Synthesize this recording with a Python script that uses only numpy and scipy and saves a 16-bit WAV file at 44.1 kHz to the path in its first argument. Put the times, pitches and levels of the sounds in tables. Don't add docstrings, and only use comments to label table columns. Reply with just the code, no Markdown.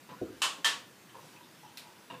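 import sys
import numpy as np
from scipy import signal
from scipy.fft import rfft, irfft
from scipy.io import wavfile
from scipy.ndimage import uniform_filter1d

SR = 44100
rng = np.random.default_rng(int(sys.argv[2]) if len(sys.argv) > 2 else 0)


def voltage_ratio(level):
    return 10 ** (np.asarray(level, float) / 20)


def transcribe(u):
    v = np.clip(np.atleast_2d(u).T, -1, 1)
    q = np.round(v * 32767).astype(np.int16)
    wavfile.write(sys.argv[1], SR, q)


N = 97020

# (time [s], level [dB])
CLACKS = [
    (0.4174, -15),
    (0.6443, -13),
]
TOOTH_A_HZ = [900, 1040, 1077, 1120, 1151, 1296, 1814, 2653, 2721, 2921, 3027, 3308, 3523, 4368]
TOOTH_B_HZ = [937, 1042, 1123, 1301, 1689, 1770, 2643, 2921, 3006, 3082, 3174, 3256, 3312, 4760]
# (level [dB], t60 [s])
TOOTH_A_MODES = [(-4.5, 0.17), (5, .15), (6, 0.18), (6, 0.12), (1, 0.29), (-4, 0.22), (3, 0.12),
                 (5.5, 0.19), (2, 0.25), (0, 0.19), (6.5, 0.14), (1, 0.13), (-12, 0.12), (1, 0.096)]
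TOOTH_B_MODES = [(2.5, 0.32), (3.5, 0.15), (7, 0.17), (-4, 0.18), (5, 0.18), (13.5, 0.18), (5.5, .14),
                 (-1, 0.17), (-9, .14), (-4, 0.2), (12, .15), (-5, .14), (-7, 0.28), (0, .12)]
# (frequency [Hz], density [dB per Hz])
CRACK_A = [(400, -22.5), (800, -13), (1080, -3), (2100, -12.5), (2950, -4), (5800, -12.5), (7200, -10),
           (15500, -29.5)]
CRACK_B = [(400, -22), (850, -15), (1400, -9), (1770, -7), (2250, -10.5), (2900, -3.5), (8990, -16),
           (15500, -30)]
# (delay [s], level [dB])
CHATTER = [(.0003, -22), (.0009, -19), (.0016, 4.5), (.0026, -9)]
# (time [s], level [dB])
TICK = [
    (1.7721, -34.5),
]
# (pitch [Hz], level [dB], t60 [s])
TICK_MODES = [(2456, 12, 0.049), (3370, 4, 0.034), (4060, -5, 0.015), (4870, -3, 0.025)]
# (frequency [Hz], density [dB per Hz])
TICK_CRACK = [(500, -19), (1500, -8), (2450, -4.5), (3000, -2.5), (4200, -1), (5200, -4.5), (6200, -10.5),
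              (15500, -12.5)]
CRACK_A_DB, CRACK_B_DB, RATTLE_DB, RING_DB = 12.5, 12, 5.5, 2.5
RATTLE_DECAY_S, SLIP_S = 0.0047, 0.002

# (time [s], socket [dB], treble tilt [dB per octave], frame [dB])
JUDDERS = [
    [(.091, -46, -2, -49), (.099, -48.5, -9, -44), (.107, -48, -7, -54), (.115, -51, -7, -38),
     (.128, -47.5, -9, -51), (.137, -48, -5, -49)],
    [(1.1455, -48.5, -8, -72), (1.153, -46, -12, -55), (1.164, -53, -8, -53), (1.174, -54, -15, -56),
     (1.185, -47.5, -13, -57)],
    [(2.1008, -41.5, 4, -65), (2.104, -41.5, 4, -44), (2.110, -39, 2, -60), (2.118, -47, 9, -45.5),
     (2.126, -47, 0, -36), (2.136, -48, 3, -48), (2.142, -43, 7, -55), (2.148, -43, -5, -38),
     (2.153, -48, -3, -61)],
]
JUDDER_SCUFF_DB = (-54, -63.5, -53.5)
# (pitch [Hz], level [dB], t60 [s])
SOCKET_MODES = [(869, -15, 0.024), (1000, 3, 0.039), (1085, 1, 0.064), (1330, -12, 0.046),
                (1780, -6, 0.049), (2883, -0.5, 0.022), (3780, -11, 0.025)]
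FRAME_MODES = [(163, -2, 0.064), (198, 6, 0.036), (276, -2, 0.025), (503, -0.5, 0.041)]
# (frequency [Hz], density [dB per Hz])
SCUFF = [(250, 4), (1000, 3), (1400, 2), (2500, -2), (4500, -10), (8000, -59), (15000, -33.5)]

# (time [s], level [dB])
THUMP = [
    (0.2087, -23),
]
# (pitch [Hz], level [dB], t60 [s])
BASKET_MODES = [(72, -5.5, 0.21), (100, -4, 0.17), (211, -10, 0.18), (279.3, -1, 0.15), (325.3, -6, 0.28),
                (363, 4.5, 0.089), (443, -6, 0.15), (505, -2.5, 0.12), (630, -11.5, 0.13),
                (730, -15.5, 0.13)]
THUMP_RISE_S = 0.0079

# (start [s], length [s], pitch [Hz], level [dB])
CREAKS = [(.155, 0.0513, 1470, -58), (0.315, 0.0576, 1590, -61.5), (.99, 0.0228, 2521, -63),
          (1.079, 0.018, 1780, -59), (1.086, 0.037, 3088, -62), (1.33, 0.1, 935, -57.5),
          (1.349, 0.027, 2630, -57.5), (1.417, .045, 3630, -60), (1.456, 0.0464, 1000, -64.5),
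          (1.626, 0.059, 862, -54), (1.667, 0.036, 3034, -64), (1.7, 0.063, 910, -61),
          (1.788, 0.1326, 920, -61), (1.957, 0.0852, 945, -64.5), (1.8, 0.48, 1470, -70),
          (0.247, 0.0531, 1283, -57), (1.156, 0.041, 513, -54), (1.191, .07, 647, -63),
          (1.22, 0.0515, 524, -65), (0.573, 0.036, 330, -53.5), (0.339, 0.112, 697, -66)]
CREAK_WIDTH_HZ, CREAK_SLIPS_PER_S = 95, 400
# (start [s], length [s], level [dB])
SLIDES = [
    (0.304, 0.4, -59.5),
    (1.119, 0.31, -60),
    (1.5, 0.121, -72),
]
# (frequency [Hz], density [dB per Hz])
RUB = [(250, -1.5), (500, -21), (1500, -11.5), (4000, -12), (9000, -18), (15000, -26)]

# (frequency [Hz], t60 [s])
GARAGE_T60 = [(100, 0.87), (400, 0.71), (1000, 0.36), (3000, 0.33), (8000, 0.31), (14000, 0.21)]
# (delay [s], level [dB])
WALLS = [(.0029, 3), (.0053, -6), (.0075, 0.5), (0.0085, 1.5), (0.0122, -0.5), (0.016, -3.5), (0.023, -3)]
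FIRST_ECHO_S, BUILD_S = 0.0023, 0.021
CRACK_WET_DB, TICK_WET_DB, RING_WET_DB = 17.5, 10, -4.5
JUDDER_WET_DB, THUMP_WET_DB, CREAK_WET_DB = -6.5, -13, -4
# (frequency [Hz], density [dB per Hz])
TONE = [(18, -58), (30, -30), (120, 3), (790, -10.5), (949, -8), (1870, -10.5), (2190, -13), (2500, -11.5),
        (15600, -25)]
TONE_DB = -56.5
# (pitch [Hz], width [Hz], level [dB])
ROOM_HUMS = [(141.4, 120, -86), (330, 21, -71.5)]

MIC_LIMIT, LOW_CUT_HZ, EDGE_HZ, PREAMP_DB = 0.24, 143, 15450, -70.5


def pawl(db, modes, crack, crack_db, rattle_db, slip_s, spread, wet_db, ring_db):
    bell = voltage_ratio(ring_db) * ring(modes)
    t = np.arange(len(bell)) / SR
    rise = np.minimum(t / slip_s, 1) ** 2
    rattle = voltage_ratio(rattle_db) * coloured(len(t), crack) * np.exp(-t / RATTLE_DECAY_S)
    touch = voltage_ratio(crack_db) * click(crack)
    snap = np.zeros(len(t))
    add(snap, slip_s, touch)
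    chatter = np.zeros(len(t) + SR // 2 - 1)
    for k, (delay_s, touch_db) in enumerate(CHATTER):
        add(chatter[:len(t)], slip_s + spread * delay_s, (-1) ** k * voltage_ratio(touch_db) * touch)
    body = garage(rise * (bell + rattle), RING_WET_DB)
    return voltage_ratio(db) * (garage(snap, wet_db) + body + chatter)


def judder(blows, scuff_db):
    out = np.zeros(SR // 2)
    t = np.arange(len(out)) / SR
    frame = ring(FRAME_MODES)
    frame = frame * np.minimum(t[:len(frame)] / 0.0036, 1)
    bends = rng.uniform(0.92, 1.015, len(blows))
    for (s, db, treble_db, frame_db), bend in zip(blows, bends):
        socket = []
        for hz, mode_db, t60_s in SOCKET_MODES:
            tilt_db = treble_db * np.log2(max(hz / 1200, 1))
            socket.append((hz * bend, mode_db + tilt_db, t60_s))
        add(out, s - blows[0][0], voltage_ratio(db) * ring(socket) + voltage_ratio(frame_db) * frame)
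    scuff = coloured(len(out), SCUFF) * np.exp(-(t / 0.045) ** 2)
    return garage(out + voltage_ratio(scuff_db) * scuff, JUDDER_WET_DB)


def thump(db):
    bell = ring(BASKET_MODES)
    rise = np.minimum(np.arange(len(bell)) / SR / THUMP_RISE_S, 1) ** 3
    return garage(voltage_ratio(db) * bell * rise, THUMP_WET_DB)


def creak(length_s, hz, db):
    shape = arch(length_s) ** 0.52
    slip_now = rng.random(SR // 2) < CREAK_SLIPS_PER_S / SR
    slips = rng.standard_normal(SR // 2) * (0.018 + slip_now)
    return voltage_ratio(db) * shape * resonate(slips[:len(shape)], hz, CREAK_WIDTH_HZ)


def slide(length_s, db):
    shape = arch(length_s)
    grit = voltage_ratio(0.82 * rng.exponential(1, SR // 2))
    rub = evened(coloured(SR // 2, RUB) * grit)
    return voltage_ratio(db) * shape * rub[:len(shape)]


def garage(x, wet_db):
    taps = np.zeros(SR // 2)
    at = np.arange(0, len(taps) - 20, 20)
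    taps[at + rng.integers(0, 20, len(at))] = rng.choice([-1., 1.], len(at))
    hz, t, z = signal.stft(taps, SR, nperseg=256)
    t60_s = np.maximum(read(GARAGE_T60, hz), 0.05)[:, None]
    tail = signal.istft(z * voltage_ratio(-60 * t / t60_s), SR, nperseg=256)[1][:len(taps)]
    t = np.arange(len(tail)) / SR
    tail = tail * np.clip((t - FIRST_ECHO_S) / BUILD_S, 0, 1) ** 0.5
    tail = np.r_[1, voltage_ratio(wet_db) * tail[1:] / np.linalg.norm(tail)]
    places = rng.uniform(-1, 1, (len(WALLS), 2))
    for (delay_s, db), (shift, sign) in zip(WALLS, places):
        echo = np.sign(sign) * voltage_ratio(db + min(wet_db - 4.5, 0))
        tail[round((delay_s + 0.0004 * shift) * SR)] += echo
    return signal.fftconvolve(x, tail)


def room_tone():
    hz, t, z = signal.stft(coloured(N, TONE), SR, nperseg=1024, noverlap=768)
    patches = uniform_filter1d(rng.standard_normal(z.shape), 6, 0)
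    patches = evened(uniform_filter1d(patches, 14, 1))
    depth_db = read([(200, 1.6), (1500, 0.23), (6000, 2.6)], hz)[:, None]
    hiss = signal.istft(z * voltage_ratio(depth_db * patches), SR, nperseg=1024, noverlap=768)[1][:N]
    out = voltage_ratio(TONE_DB) * evened(hiss)
    for hum_hz, width_hz, db in ROOM_HUMS:
        out = out + voltage_ratio(db) * resonate(rng.standard_normal(N), hum_hz, width_hz)
    return out


def ring(modes):
    t = np.arange(SR // 4) / SR
    out = np.zeros(len(t))
    for hz, db, t60_s in modes:
        out += voltage_ratio(db - 60 * t / max(t60_s, 0.005)) * np.sin(2 * np.pi * hz * t)
    return out / np.sqrt(sum(voltage_ratio(db) ** 2 for _, db, _ in modes))


def click(points):
    hz = abs(np.fft.fftfreq(2048, 1 / SR))
    skirt = np.clip(hz / points[0][0], 0.001, 1) ** 2
    log_gain = np.log(voltage_ratio(read(points, hz)) * skirt)
    out = np.fft.ifft(np.exp(np.conj(signal.hilbert(log_gain)))).real[:1024]
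    return out / np.linalg.norm(out)


def coloured(count, points):
    hz = np.fft.rfftfreq(count, 1 / SR)
    skirt = np.minimum(hz / points[0][0], 1) ** 2
    spectrum = rfft(rng.standard_normal(count)) * voltage_ratio(read(points, hz)) * skirt
    return evened(irfft(spectrum, count))


def resonate(x, hz, width_hz):
    r = np.exp(-np.pi * width_hz / SR)
    return evened(signal.lfilter([1, 0, -1], [1, -2 * r * np.cos(2 * np.pi * hz / SR), r * r], x))


def arch(length_s):
    return np.sin(np.pi * np.arange(0, length_s, 1 / SR) / length_s)


def read(points, hz):
    f, value = np.transpose(points)
    return np.interp(np.log(hz + 1), np.log(f + 1), value)


def evened(x):
    return x / np.sqrt(np.mean(x ** 2) + 1e-20)


def add(mix, s, sound):
    part = mix[round(s * SR):][:len(sound)]
    part += sound[:len(part)]


def scene():
    mix, faint = room_tone(), np.zeros(N)
    teeth = [(TOOTH_A_HZ, TOOTH_A_MODES, CRACK_A, CRACK_A_DB),
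             (TOOTH_B_HZ, TOOTH_B_MODES, CRACK_B, CRACK_B_DB)]
    for (s, db), (pitches, shares, crack, crack_db) in zip(CLACKS, teeth):
        modes = [(hz, *share) for hz, share in zip(pitches, shares)]
        add(mix, s, pawl(db - 12.5, modes, crack, crack_db, RATTLE_DB, SLIP_S, spread=1.1,
                         wet_db=CRACK_WET_DB, ring_db=RING_DB))
    for s, db in TICK:
        add(mix, s, pawl(db - 14, TICK_MODES, TICK_CRACK, crack_db=19.9, rattle_db=5.4, slip_s=0.0006,
                         spread=0.34, wet_db=TICK_WET_DB, ring_db=-0.55))
    for blows, scuff_db in zip(JUDDERS, JUDDER_SCUFF_DB):
        add(mix, blows[0][0], judder(blows, scuff_db))
    for s, db in THUMP:
        add(mix, s, thump(db + 2))
    for s, length_s, hz, db in CREAKS:
        add(faint, s, creak(length_s, hz, db))
    for s, length_s, db in SLIDES:
        add(faint, s, slide(length_s, db))
    return (mix + voltage_ratio(-4.0) * garage(faint, CREAK_WET_DB)[:N])[None]


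def low_pass(x):
    return signal.sosfilt(signal.butter(12, 15960, fs=SR, output="sos"), x)


def record(dry):
    limited = MIC_LIMIT * np.tanh(dry / MIC_LIMIT)
    bass_cut = signal.butter(2, LOW_CUT_HZ, "high", fs=SR, output="sos")
    x = signal.sosfilt(bass_cut, limited)
    x = x + voltage_ratio(PREAMP_DB) * rng.standard_normal(x.shape)
    band_limit = signal.firwin(1023, EDGE_HZ, window=("kaiser", 9), fs=SR)
    x = signal.oaconvolve(x, band_limit[None], "same")
    return low_pass(x)


dry = scene()
out = record(dry)
transcribe(out)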